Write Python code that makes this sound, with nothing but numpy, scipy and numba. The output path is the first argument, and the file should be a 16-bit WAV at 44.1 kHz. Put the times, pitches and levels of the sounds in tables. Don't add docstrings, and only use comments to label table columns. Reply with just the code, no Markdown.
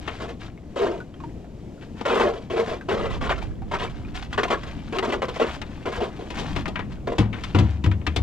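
import sys
import numpy as np
from scipy import signal
from scipy.fft import rfft, irfft
from scipy.io import wavfile
from scipy.ndimage import uniform_filter1d
from numba import njit

SR = 44100
rng = np.random.default_rng(int(sys.argv[2]) if len(sys.argv) > 2 else 0)


def bounce(signal):
    frames = np.transpose(np.atleast_2d(signal))
    limited = np.clip(frames, -1, 1)
    pcm = np.round(limited * 32767).astype(np.int16)
    wavfile.write(sys.argv[1], SR, pcm)


N = 362502
T = np.arange(N) / SR
HZ = np.maximum(np.arange(N // 2 + 1) * SR / N, 1)

# [t/s, length/s, churn level/dB, splash level/dB]
LAP_IMPACTS = [(.083, .08, -44.5, -50), (0.2, .054, -33, -41), (0.278, 0.035, -35, -47.5),
               (0.758, 0.046, -29.5, -35.5), (0.81, 0.067, -20, -35), (.887, 0.066, -30, -46.5),
               (2.052, 0.015, -29.5, -25.5), (2.077, 0.052, -22, -26.5), (2.126, 0.074, -21.5, -29),
               (2.197, 0.042, -21.5, -26), (2.237, 0.053, -21.5, -34.5), (2.3, 0.079, -36, -50.5),
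               (2.499, 0.048, -30.5, -38), (2.561, .05, -21.5, -33.5), (2.671, .07, -29, -36),
               (2.884, 0.063, -22.5, -32), (2.967, 0.1, -28, -37), (3.098, 0.059, -38.5, -39),
               (3.208, 0.063, -32.5, -32), (3.293, 0.025, -25, -23), (3.712, 0.035, -30, -33.5),
               (3.738, 0.013, -31.5, -27), (3.795, 0.05, -32, -32.5), (4.328, 0.0078, -60, -32.5),
               (4.377, 0.015, -26, -22), (4.432, 0.0065, -23, -23.5), (4.502, 0.035, -22, -24),
               (4.665, 0.021, -40.5, -45.5), (4.923, 0.043, -29, -36.5), (5.025, 0.029, -25.5, -28.5),
               (5.071, 0.036, -25.5, -38), (5.121, 0.021, -22, -27), (5.219, 0.012, -23.5, -27),
               (5.282, 0.017, -29, -38), (5.358, 0.01, -35, -36.5), (5.396, 0.034, -19.5, -24.5),
               (5.464, 0.025, -41, -37), (5.855, 0.026, -25.5, -35), (5.916, 0.064, -38, -36),
               (6.003, 0.043, -22.5, -36), (6.191, 0.031, -35.5, -51), (7.072, 0.0072, -22, -32),
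               (7.119, 0.0074, -25, -37.5)]
# [t/s, initial f/Hz, level/dB]
AIR_GULPS = [(.761, 550, -20.5), (.795, 472, -15), (.815, 408.4, -12.5), (2.054, 550, -17),
             (2.106, 467, -16), (2.232, 350, -17), (2.255, 586, -13), (2.536, 452, -16.5),
             (2.574, 645, -23), (2.889, 388, -16), (3.035, 458.6, -19), (3.3, 583, -20),
             (4.378, 409, -19.5), (4.965, 381, -18.5), (5.13, 389, -19.5), (5.223, 515, -20.5),
             (5.409, 458, -9.5), (5.859, 464, -17), (5.98, 481, -20), (6.013, 418, -21.5),
             (7.075, 391, -22)]
# [t/s, initial f/Hz, level/dB]
WATER_DRIPS = [(.576, 2150, -41), (1.003, 1460, -30.5), (1.141, 3170, -39), (1.202, 1078, -33),
               (1.237, 926, -31), (1.445, 700, -41), (2.811, 1590, -28.5), (3.62, 770, -34),
               (3.876, 2270, -32), (4.049, 2410, -36.5)]
# [t/s, body level/dB, clack level/dB, tick level/dB, decay t60/s before the share of each band]
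PLASTIC_KNOCKS = [(.076, -31.5, -27, -42, 0.11), (2.01, -24.5, -40, -39, 0.066),
                  (4.985, -22.5, -24, -28, 0.07), (5.615, -32, -31.5, -36, 0.077),
                  (6.302, -36, -41, -41, 0.17), (6.385, -32, -42, -39.5, 0.34),
                  (6.561, -28, -29.5, -36, 0.12), (6.656, -33, -27, -39, 0.071),
                  (6.679, -26.5, -41, -35, .099), (6.756, -39, -24.5, -48, 0.1),
                  (6.791, -34, -29.5, -47, 0.12), (7.182, -23.5, -29, -32, 0.23),
                  (7.328, -41, -35, -49.5, 0.26), (7.436, -61, -31, -34, 0.11),
                  (7.547, -25, -29, -37.5, 0.21), (7.586, -22.5, -33, -32, 0.17),
                  (7.839, -53, -33, -37.5, 0.15), (7.86, -27, -33.5, -38, 0.085),
                  (7.913, -45, -32.5, -44, 0.091), (8.014, -42.5, -40, -73, .05),
                  (8.066, -32, -20.5, -29, 0.079), (8.161, -27, -31, -27, 0.13)]
# [f/Hz, width/Hz, level/dB]
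CAN_MODES = [(976, 19, -6), (1230, 65, -10.5), (1886, 46, -10.5), (2100, 71, -23), (2700, 37, -21.5),
             (3570, 43, -7), (4390, 55, -23), (5800, 43, -29)]
# [t/s, boom f/Hz, boom level/dB, boom t60/s, panel level/dB]
DECK_THUMPS = [(7.187, 65, -19, 0.35, -17), (7.192, 108.5, -12.5, 0.46, -13.5),
               (7.548, 96.2, -11.5, 0.68, -11.5), (7.589, 113.4, -11.5, 0.34, -13.5),
               (7.607, 73.2, -16, 0.96, -17.5), (7.842, 75.4, -20.5, 0.78, -20),
               (7.869, 96.6, -9.5, 0.38, -20.5), (8.074, 77.8, -17, 0.44, -24.5), (8.171, 75, -16, 1, -53),
               (8.183, 101, -20, 0.54, -25.5)]
# [f/Hz, level/dB, t60/s]
DECK_MODES = [(137, -4, 0.23), (150, 2.5, 0.18), (192.2, -1, 0.4), (220, -5, 0.37), (292.4, 4.5, 0.11),
              (317.6, -1.5, 0.22), (371, -7, .18), (407, -24, 0.24), (465, -7.5, 0.12), (533, -21.5, 0.37)]
# [t/s, length/s, level/dB]
ROPE_PULLS = [(0, 0.21, -48), (0.393, 0.072, -46), (1.807, 0.02, -48.5), (1.954, 0.068, -48.5),
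              (2.41, 0.016, -53), (2.517, 0.19, -47.5), (3.408, 0.019, -41), (3.673, 0.53, -56.5),
              (4.14, 0.034, -36), (4.213, 0.02, -42.5), (4.293, 0.62, -51), (5.326, 0.24, -43),
              (5.648, 0.75, -52), (6.331, 0.28, -42.5), (6.657, 0.16, -57), (6.891, 0.037, -52),
              (7.356, 0.41, -50.5)]
# [t/s, level/dB]
RUMBLE_LEVEL = [(0.0, -37.5), (0.8, -40), (2.79, -38), (3.02, -37.5), (6.26, -38), (6.56, -30), (6.81, -35),
                (7.05, -36.5)]
# [peak t/s, rise/s, fall/(dB/s), level/dB]
WIND_GUSTS = [(3.05, 0.23, 6.5, -26), (6.65, 0.4, 18, -31.5)]
# [f/Hz, level/dB]
WATER_SPECTRUM = [(120, -18), (240, 1), (300, -10.5), (400, 3), (700, -4.5), (830, -13.5), (1050, -6),
                  (1700, -9.5), (3100, -20.5), (5000, -29.5), (7300, -36), (10000, -50), (13000, -52.5),
                  (15500, -74)]
# [f/Hz, level/dB]
KNOCK_SPECTRUM = [(120, -30), (250, -4), (450, -9.5), (700, -13.5), (1200, -9.5), (3200, -12), (5000, -20),
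                  (7300, -27.5), (10000, -39.5), (13000, -45), (15500, -60)]
# [f/Hz, level/dB]
ROPE_SPECTRUM = [(300, -37), (600, 9), (1100, 6.5), (3100, 1), (4500, -6.5), (7300, -16), (9500, -28),
                 (13000, -33.5), (15000, -54)]
# [f/Hz, level/dB]
RUMBLE_SPECTRUM = [(15, -6), (30, -2.5), (58, 1.5), (90, -1.5), (130, -2), (210, -2.5), (320, -8.5),
                   (450, -28.5), (700, -25.5), (1200, -34), (3000, -64)]
# [f/Hz, level/dB]
SEA_SPECTRUM = [(100, -31), (300, 5), (700, -8), (1200, -31), (2000, -24), (3200, -27), (4200, -30.5),
                (7300, -35), (9500, -45.5), (13000, -49), (14500, -69)]
# [f/Hz, width/Hz, level/dB]
HULL_MODES = [(357, 32, 7), (462, 6.7, 6.5), (640, 300, -2), (957, 340, -2.5), (1316, 190, -5),
              (2010, 63, -2.5), (3200, 640, -5.5)]
# [delay/s at rest, level/dB]
EARLY_REFLECTIONS = [(.0013, -14.5), (.0029, -6.5), (.0047, -11), (.0071, -9.5)]
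# [f/Hz, level/dB]
SIDE_SPECTRUM = [(20, -7.5), (60, -32), (250, -31), (1000, -5.5), (2200, -19), (4000, -7), (8000, 1)]
# [f/Hz, phase/rad]
LEFT_LAG = [(60, 0.14), (200, 0.45), (430, 0.94), (700, 0.57), (2000, 0.93), (4000, 0.99), (8000, 1)]
# [f/Hz, level/dB]
LEFT_BALANCE = [(100, 2.5), (500, 0), (1200, -0.1), (2400, 3), (4500, -0.5), (8000, -4)]
BAND_LIMITS_HZ = (200, 800, 2800, 16000)

SPRAY_DB, SPRAY_GROWTH = -19.5, 0.64
BACKWASH_S, BACKWASH_DB = (0.011, 0.1), -16.5
BACKWASH_MEAN_LENGTH_S = 0.01
GULP_CYCLES, DRIP_CYCLES = 71, 76
BOAT_T60_S = .6
DECK_SCATTER_DB, DECK_DETUNE = 2, 0.0248
PULL_ATTACK_S, PULL_T60_S, ROPE_IDLE_DB = 0.017, 0.16, -68
WASH_DB, WASH_WANDER_DB = -46, 1.8
TOP_HZ = 15000


def laps_and_hollow_knocks(attack_share=0.053, tails_s=(.15, .1, .085), linger=0.94, runoff_db=-21,
                           runoff_t60_s=0.66, trim_db=(-1.5, 0, 0), gurgle_db=-2.5, slap=0.27,
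                           slap_t60_s=0.031, left_over_right_db=1.1):
    fizz, scattered = (grain_cloud(rate=8000, cycles=10.3, scatter_db=3.5, glide=0.13) for _ in range(2))
    gurgle = grain_cloud(rate=2600, cycles=64, scatter_db=4.0, glide=.03)
    water = spread(mirrored(fizz + undb(gurgle_db) * gurgle), scattered)
    colour = undb(across(WATER_SPECTRUM)) * resonances(HULL_MODES)
    t = T[:SR // 2]
    impacts = LAP_IMPACTS + backwash()
    clumps = clumping()
    out = 0
    for k, t60 in enumerate(tails_s):
        power = np.zeros(N)
        for s, length, churn_db, splash_db in impacts:
            levels = churn_db, splash_db, SPRAY_DB + SPRAY_GROWTH * splash_db
            strike = (1 - np.exp(-t / (attack_share * length))) * (1 + slap * fade(t, slap_t60_s))
            after = np.maximum(t - length, 0)
            drain = fade(after, t60 + linger * length)
            runoff = undb(runoff_db) * fade(after, runoff_t60_s)
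            add(power, s, (undb(levels[k]) * strike * np.maximum(drain, runoff)) ** 2)
        breakup = clumps ** (k / 2)
        layer = unit(shape(water, colour * band(*BAND_LIMITS_HZ[k:k + 2])))
        out = out + undb(trim_db[k]) * np.sqrt(power) * breakup * layer
    return pan(left_over_right_db) * out


def backwash():
    followers = []
    for s, length, churn_db, splash_db in LAP_IMPACTS:
        start = s + length + rng.uniform(*BACKWASH_S)
        slap_length = BACKWASH_MEAN_LENGTH_S * rng.uniform(.5, 1.5)
        followers.append((start, slap_length, churn_db + BACKWASH_DB, splash_db + BACKWASH_DB))
    return followers


def clumping(rate=45, t60_s=0.11, size_db=0):
    u = rng.random((int(rate * N / SR), 2)).T
    bursts = np.bincount((u[0] * N).astype(int), u[1] ** 2, N)
    decaying = signal.fftconvolve(bursts, fade(T[:SR // 5], t60_s))[:N]
    return unit(1 + undb(size_db) * decaying)


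def gulps():
    return pan(1.1) * pockets(AIR_GULPS, GULP_CYCLES, glide=0.024, attack=0.0055)


def drips(splat_db=-12, splat_t60_s=0.083):
    splat = np.zeros(N)
    for s, _, db in WATER_DRIPS:
        add(splat, s, undb(db + splat_db) * fade(T[:SR // 10], splat_t60_s))
    spray = unit(shape(rng.standard_normal(N), undb(across(WATER_SPECTRUM)) * band(790, 9200)))
    plips = pockets(WATER_DRIPS, DRIP_CYCLES, glide=0.064, attack=0.00048)
    return reflect(plips + splat * spray, t60=.09, wet_db=-4)


def knocks(attack_s=0.0014, decay_shares=(1.3, .85, .55), trim_db=(0, 2, 3), tail_db=-26,
           left_over_right_db=5.5):
    can = [(hz, width, db + 10.5) for hz, width, db in CAN_MODES]
    colour = undb(across(KNOCK_SPECTRUM)) * resonances(can)
    direct, scattered = (grain_cloud(rate=12000, cycles=4.6, scatter_db=2, glide=0) for _ in range(2))
    shell = spread(mirrored(direct), scattered)
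    t = T[:SR // 2]
    out = 0
    for k, share in enumerate(decay_shares):
        power = np.zeros(N)
        for s, *levels, t60 in PLASTIC_KNOCKS:
            decay = fade(t, t60 * share) + undb(tail_db) * fade(t, BOAT_T60_S * share)
            blow = (1 - np.exp(-t / attack_s)) * decay
            add(power, s, (undb(levels[k]) * blow) ** 2)
        layer = unit(shape(shell, colour * band(*BAND_LIMITS_HZ[k:k + 2])))
        out = out + undb(trim_db[k]) * np.sqrt(power) * layer
    return pan(left_over_right_db) * out


def thumps(left_over_right_db=1.5):
    out = np.zeros(N)
    for s, hz, db, t60, panel_db in DECK_THUMPS:
        add(out, s, undb(db) * ring(hz, t60, attack=0.0018))
        for mode_hz, mode_db, mode_t60 in DECK_MODES:
            detune, size, sign = rng.standard_normal(3)
            gain = np.sign(sign) * undb(panel_db + mode_db + DECK_SCATTER_DB * size - 6.5)
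            add(out, s, gain * ring(mode_hz * (1 + DECK_DETUNE * detune), mode_t60, attack=0.001))
    return out * pan(left_over_right_db)


def rope(left_over_right_db=3, flutter_db=2, rub_db=2):
    direct, scattered = (grain_cloud(rate=3500, cycles=3.7, scatter_db=5.5, glide=0) for _ in range(2))
    rub = unit(shape(spread(mirrored(direct), scattered), undb(across(ROPE_SPECTRUM))))
    effort = np.full(N, undb(ROPE_IDLE_DB))
    t = T[:SR]
    for s, length, db in ROPE_PULLS:
        pull = np.minimum(t / PULL_ATTACK_S, 1) * fade(np.maximum(t - length, 0), PULL_T60_S)
        add(effort, s, undb(db) * pull)
    return pan(left_over_right_db) * rub * effort * undb(rub_db + flutter_db * walk(35))


def rumble_and_sea(rumble_db=0.5, ripple_db=-19):
    rumble, wash = (unit(shape(spread(*rng.standard_normal((2, N))), undb(across(spectrum))))
                    for spectrum in (RUMBLE_SPECTRUM, SEA_SPECTRUM))
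    bubbling = grain_cloud(rate=350, cycles=35, scatter_db=6.5, glide=.1)
    ripples = shape(bubbling, undb(across(WATER_SPECTRUM)) * band(600, 4000))
    level_db = np.interp(T, *np.transpose(RUMBLE_LEVEL)) + rumble_db + 1.7 * walk(13)
    rumble = rumble * undb(level_db)
    wash = wash + undb(ripple_db) * unit(reflect(ripples, t60=.15, wet_db=0))
    wash = wash * undb(WASH_DB + WASH_WANDER_DB * walk(8))
    return pan(1.7) * (rumble + wash)


def breeze(lo_hz=24, hi_hz=95, left_db=-12, gust_db=2):
    eddies = unit(shape(rng.standard_normal((2, N)), band(lo_hz, 600) / (1 + (HZ / hi_hz) ** 2)))
    wind = np.zeros(N)
    for s, rise, fall, db in WIND_GUSTS:
        wind += np.clip(1 + (T - s) / rise, 0, 1) * undb(db - fall * np.maximum(T - s, 0))
    return eddies * wind * undb(np.array([[left_db], [0]]) + gust_db * walk(5.8))


def pockets(table, cycles, glide, attack):
    out = np.zeros(N)
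    for s, hz, db in table:
        add(out, s, undb(db) * ring(hz, cycles / hz, glide, attack))
    return out


def ring(hz, t60, glide=0., attack=.001):
    t = T[:int(t60 * SR)]
    tone = np.sin(2 * np.pi * hz * (t + glide * t ** 2 / (2 * t60)))
    return tone * fade(t, t60) * (1 - np.exp(-t / attack))


@njit
def damped_grains(start, hz, cycles, size, glide):
    out = np.zeros(N)
    for k in range(len(start)):
        n, phase = int(cycles[k] * SR / hz[k]), 0.
        for i in range(min(n, N - start[k])):
            phase += 2 * np.pi * hz[k] / SR * (1 + glide * i / n)
            out[start[k] + i] += size[k] * np.exp(-6.9 * i / n) * np.sin(phase)
    return out


def grain_cloud(rate, cycles, scatter_db, glide):
    u = rng.random((int(rate * N / SR), 4)).T
    start = (u[0] * N).astype(np.int64)
    hz = np.interp(u[1], [0, 1], np.sqrt([BAND_LIMITS_HZ[0], BAND_LIMITS_HZ[-1]])) ** 2
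    size = undb(scatter_db * np.minimum(-np.log(1 - u[3]), np.pi))
    spectrum = rfft(damped_grains(start, hz, cycles * (.5 + u[2]), size, float(glide)))
    smooth_power = uniform_filter1d(abs(spectrum) ** 2, size=1500)
    return unit(irfft(spectrum / np.sqrt(smooth_power), N))


def mirrored(x, sway=0.1405, sway_rate=3, lo_hz=1200):
    treble = shape(x, 1 / (1 + lo_hz / (1j * HZ)))
    out = x
    for delay, db in EARLY_REFLECTIONS:
        moving_delay = delay * (1 + sway * walk(sway_rate))
        out = out + undb(db) * np.interp(T - moving_delay, T, treble)
    return out


def reflect(x, t60, wet_db):
    t = T[:SR // 5]
    echoes = spread(*rng.standard_normal((2, N)))[:, :len(t)] * fade(t, t60)
    echoes /= np.sqrt(np.sum(echoes ** 2) / 2)
    return x + undb(wet_db) * signal.fftconvolve(np.atleast_2d(x), echoes, axes=1)[:, :N]


def spread(direct, scattered):
    side = undb(across(SIDE_SPECTRUM))
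    return direct + np.array([[1], [-1]]) * shape(scattered, side)


def pan(db):
    return undb(np.array([[db], [-db]]) / 2)


def resonances(modes):
    gain = 1
    for hz, width, db in modes:
        gain = gain + undb(db) / (1 + 1j * (HZ / hz - hz / HZ) * hz / width)
    return gain


def band(lo, hi):
    return 1 / np.sqrt((1 + (lo / HZ) ** 10) * (1 + (HZ / hi) ** 10))


def across(points):
    hz, value = np.transpose(points)
    return np.interp(np.log(HZ), np.log(hz), value)


def shape(x, gain):
    return irfft(rfft(x) * gain, N)


def walk(rate):
    knots = rng.standard_normal(N // 100)
    return np.interp(T * rate, np.arange(len(knots)), knots)


def fade(t, t60):
    return np.exp(-np.log(1000) * t / t60)


def add(out, s, sound):
    i = max(int(s * SR), 0)
    out[..., i:i + sound.shape[-1]] += sound[..., :max(N - i, 0)]


def undb(db):
    return 10 ** (np.asarray(db) / 20)


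def unit(x):
    return x / np.sqrt(np.mean(x ** 2))


def scene():
    hull_and_water = laps_and_hollow_knocks() + gulps() + drips()
    deck = knocks() + thumps() + rope()
    return hull_and_water + deck + rumble_and_sea() + breeze()


def record(dry):
    half = np.array([[1], [-1]]) / 2
    phase = np.exp(-1j * half * across(LEFT_LAG))
    ears = shape(dry, phase * undb(half * across(LEFT_BALANCE)))
    lowpass = signal.ellip(8, .2, 70, TOP_HZ, fs=SR, output="sos")
    return signal.sosfilt(lowpass, ears)


dry = scene()
out = record(dry)
bounce(out)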